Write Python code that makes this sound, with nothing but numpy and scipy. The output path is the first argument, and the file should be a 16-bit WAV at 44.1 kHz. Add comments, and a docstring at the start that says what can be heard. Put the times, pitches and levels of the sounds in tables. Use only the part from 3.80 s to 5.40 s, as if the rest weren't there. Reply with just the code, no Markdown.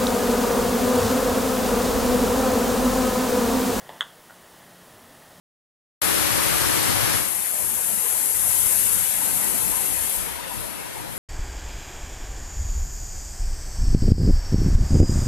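"""A dull knock in the hand, one sharp clack of a wooden ball on its cup, then a few faint taps.
A kendama is being handled in a small, quiet living room; each contact rings the wood for milliseconds.
Ceiling, floor and walls close by throw each one back to the microphone, with a short tail.
Underneath lie a faint appliance hum, room noise and microphone hiss."""
import sys
import numpy as np
from scipy import signal
from scipy.fft import rfft, irfft
from scipy.io import wavfile

SR = 44100
rng = np.random.default_rng(int(sys.argv[2]) if len(sys.argv) > 2 else 0)


def to_wav(sig):
    """Store sig (one row per channel, or 1-D mono) as 16-bit WAV at the path in sys.argv[1].

    Samples outside -1..1 are clipped; the rate is SR.
    """
    pcm = np.clip(np.atleast_2d(sig), -1, 1) * 32767
    pcm = np.round(pcm).astype(np.int16)
    wavfile.write(sys.argv[1], SR, pcm.T)  # frames by channels


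N = 70560

# The ball strikes the cup. Each row: start in seconds, level in dB.
CUP_STRIKES = [(0.20807, -0.5)]
# The ring of ball and cup. Each row: pitch in Hz, level in dB, width in Hz, room send in dB.
CUP_MODES = [(783, -38, 400, 12), (1150, -23.5, 560, 6), (1800, -10, 1017, -1.5), (2042, -19.5, 690, -1),
             (3116, -17.5, 1030, 1), (3398, -11.5, 292, -4.5), (3445, -34, 168, -3), (3590, -26, 230, 0),
             (5250, -30, 2600, -7), (6670, -42.5, 350, 8), (8400, -29.5, 810, -4.5), (11399, -35, 1342, -7)]
# The toy knocks in the hand. Each row: start in seconds, level in dB.
HAND_KNOCKS = [(0.0635, -21), (0.0922, 3), (0.0990, -9), (0.1240, -9), (0.1430, -13), (0.1635, -17),
               (0.8005, -18), (0.8200, -17)]
# Its damped ring. Each row: pitch in Hz, level in dB, width in Hz, room send in dB.
HAND_MODES = [(450, -37, 300, -1), (760, -33.5, 410, 1), (941, -38, 280, 10), (1890, -39.5, 290, -1),
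              (2850, -49, 420, 1), (3450, -39, 630, 1)]
# The ball settles softly against fingers and handle. Each row: start in seconds, level in dB.
SETTLING_TAPS = [(0.4975, 0.5), (0.5065, 2)]
# The ring of those taps. Each row: pitch in Hz, level in dB, width in Hz, room send in dB.
SETTLING_MODES = [(820, -43.5, 540, -1), (1454, -42.5, 200, -3.5), (1876, -50.5, 134, -2)]
# Early echoes off ceiling, floor and walls. Each row: delay in seconds, level in dB.
EARLY_ECHOES = [(0.0072, -11), (0.0091, -15.5), (0.0121, -16), (0.0135, -19.5), (0.0151, -19.5),
                (0.0161, -17), (0.0196, -21)]
# An appliance hums. Each row: pitch in Hz, rms level in dB before the bass gain.
HUM_TONES = [(147, -67), (177.6, -64), (237, -72), (624.5, -75)]
# The room's low rumble. Each row: frequency in Hz, relative level in dB.
RUMBLE_SPECTRUM = [(20, -12), (50, -11), (100, 0), (160, -1), (250, -4), (400, -9.5), (800, -30)]
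# Hum and rumble rise and fall together. Each row: time in seconds, gain in dB.
BASS_GAIN = [(0, -1), (.17, 2), (.25, -8), (0.359, -1.5), (0.699, -0.5), (1.15, 3.5), (1.38, 1), (1.6, 3)]
# The colour of the room noise. Each row: frequency in Hz, relative level in dB.
ROOM_NOISE_SPECTRUM = [(100, -37), (220, -5), (330, -4.5), (620, -0.5), (1000, -3.5), (1550, -8.5),
                       (1880, -4), (2350, -19), (2700, -16.5), (3080, -10.5), (3700, -16.5), (6000, -22)]
# The room noise swells and sinks a little. Each row: time in seconds, rms level in dB.
ROOM_NOISE_LEVEL = [(0, -49.5), (.17, -47.5), (.30, -53.5), (.66, -52), (.74, -50.5), (.95, -52),
                    (1.17, -51), (1.38, -52), (1.6, -52)]
# The microphone's own hiss. Each row: frequency in Hz, relative level in dB.
HISS_SPECTRUM = [(1000, 2.5), (4500, -0.5), (8000, -0.5), (9500, 0.5), (10000, 3.5), (10500, -.5),
                 (13000, -2), (16000, -1)]


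def kendama(room):
    """Clack, knocks and taps of a wooden toy too small to radiate bass."""
    clack = struck_wood(CUP_STRIKES, CUP_MODES, room)
    knocks = struck_wood(HAND_KNOCKS, HAND_MODES, room)
    taps = struck_wood(SETTLING_TAPS, SETTLING_MODES, room)
    return butterworth(clack + knocks + taps, "high", cutoff_hz=296, order=2)


def struck_wood(blows, modes, room):
    """Each blow sets broad modes swelling and dying in milliseconds, heard direct and off the room."""
    t, direct, to_room = seconds(), 0, 0
    for k, (hz, db, width_hz, send_db) in enumerate(modes):
        age = np.minimum(np.pi * width_hz * t, 60)   # in time constants
        envelope = from_db(db) * age * np.exp(1 - age)
        ring = (-1) ** k * envelope * np.sin(2 * np.pi * hz * t)
        direct += ring
        to_room += from_db(send_db) * ring
    return convolve(impulses(blows), direct + convolve(to_room, room))


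def living_room(tail_db=-11.5, split_hz=2540):
    """Echoes off nearby surfaces, smeared by furniture, then a short diffuse tail."""
    smear = sum(from_db(db) * reflections(delay_s, t60_s=0.0019) for delay_s, db in EARLY_ECHOES)
    tail = sum(butterworth(reflections(start_s=0.0069, t60_s=0.29), side, split_hz, order=4)
               for side in ("low", "high"))
    return impulses(EARLY_ECHOES) + smear + from_db(tail_db) * tail


def reflections(start_s, t60_s):
    """A dense run of reflections that dies away; energy 1."""
    age = seconds() - start_s
    decay = (age >= 0) * np.exp(-np.log(1000) * np.abs(age) / t60_s)
    run = rng.standard_normal(N) * decay
    return run / np.sqrt(np.sum(run ** 2))


def appliance_hum(waver=0.85, waver_hz=3):
    """Low appliance tones that waver in level and phase."""
    hum = 0
    for hz, db in HUM_TONES:
        level = 1 + waver * drift(waver_hz)
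        phase = 2 * np.pi * hz * seconds() + waver * drift(waver_hz)
        hum += from_db(db) * rms_one(level * np.sin(phase))
    return hum


def room_tone(rumble_db=-62):
    """The quiet room itself: soft noise over a bass of hum and rumble."""
    air = level_curve(ROOM_NOISE_LEVEL) * coloured_noise(ROOM_NOISE_SPECTRUM)
    bass = appliance_hum() + from_db(rumble_db) * coloured_noise(RUMBLE_SPECTRUM)
    return air + level_curve(BASS_GAIN) * bass


def microphone_hiss(rms_db=-53.5):
    """The microphone's steady, nearly white noise."""
    return from_db(rms_db) * coloured_noise(HISS_SPECTRUM)


def coloured_noise(spectrum):
    """Noise with the given spectrum; rms 1."""
    hz, db = np.transpose(spectrum)
    bins_hz = np.maximum(np.fft.rfftfreq(N, 1 / SR), 1)
    gain = from_db(np.interp(np.log(bins_hz), np.log(hz), db))
    return rms_one(irfft(rfft(rng.standard_normal(N)) * gain, N))


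def drift(rate_hz):
    """Slow random motion; rms 1."""
    rolloff = 1 + (np.fft.rfftfreq(N, 1 / SR) / rate_hz) ** 2
    return rms_one(irfft(rfft(rng.standard_normal(N)) / rolloff, N))


def impulses(rows):
    """One click for each row of seconds and dB."""
    clicks = np.zeros(N)
    for start_s, db in rows:
        clicks[int(start_s * SR)] += from_db(db)
    return clicks


def level_curve(rows):
    return from_db(np.interp(seconds(), *np.transpose(rows)))


def butterworth(x, side, cutoff_hz, order):
    return signal.sosfilt(signal.butter(order, cutoff_hz, side, fs=SR, output="sos"), x)


def convolve(a, b):
    return signal.fftconvolve(a, b)[:N]


def from_db(db):
    return 10 ** (np.asarray(db) / 20)


def rms_one(x):
    return x / np.sqrt(np.mean(x ** 2) + 1e-20)


def seconds():
    return np.arange(N) / SR


def scene():
    """The toy over room tone and hiss; one microphone feeds both channels."""
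    mono = kendama(living_room()) + room_tone() + microphone_hiss()
    return np.stack([mono, mono])


def record(dry, cutoff_hz=15750):
    """The highest treble is cut steeply."""
    return signal.sosfiltfilt(signal.ellip(12, .05, 50, cutoff_hz, fs=SR, output="sos"), dry)


dry = scene()
out = record(dry)
to_wav(out)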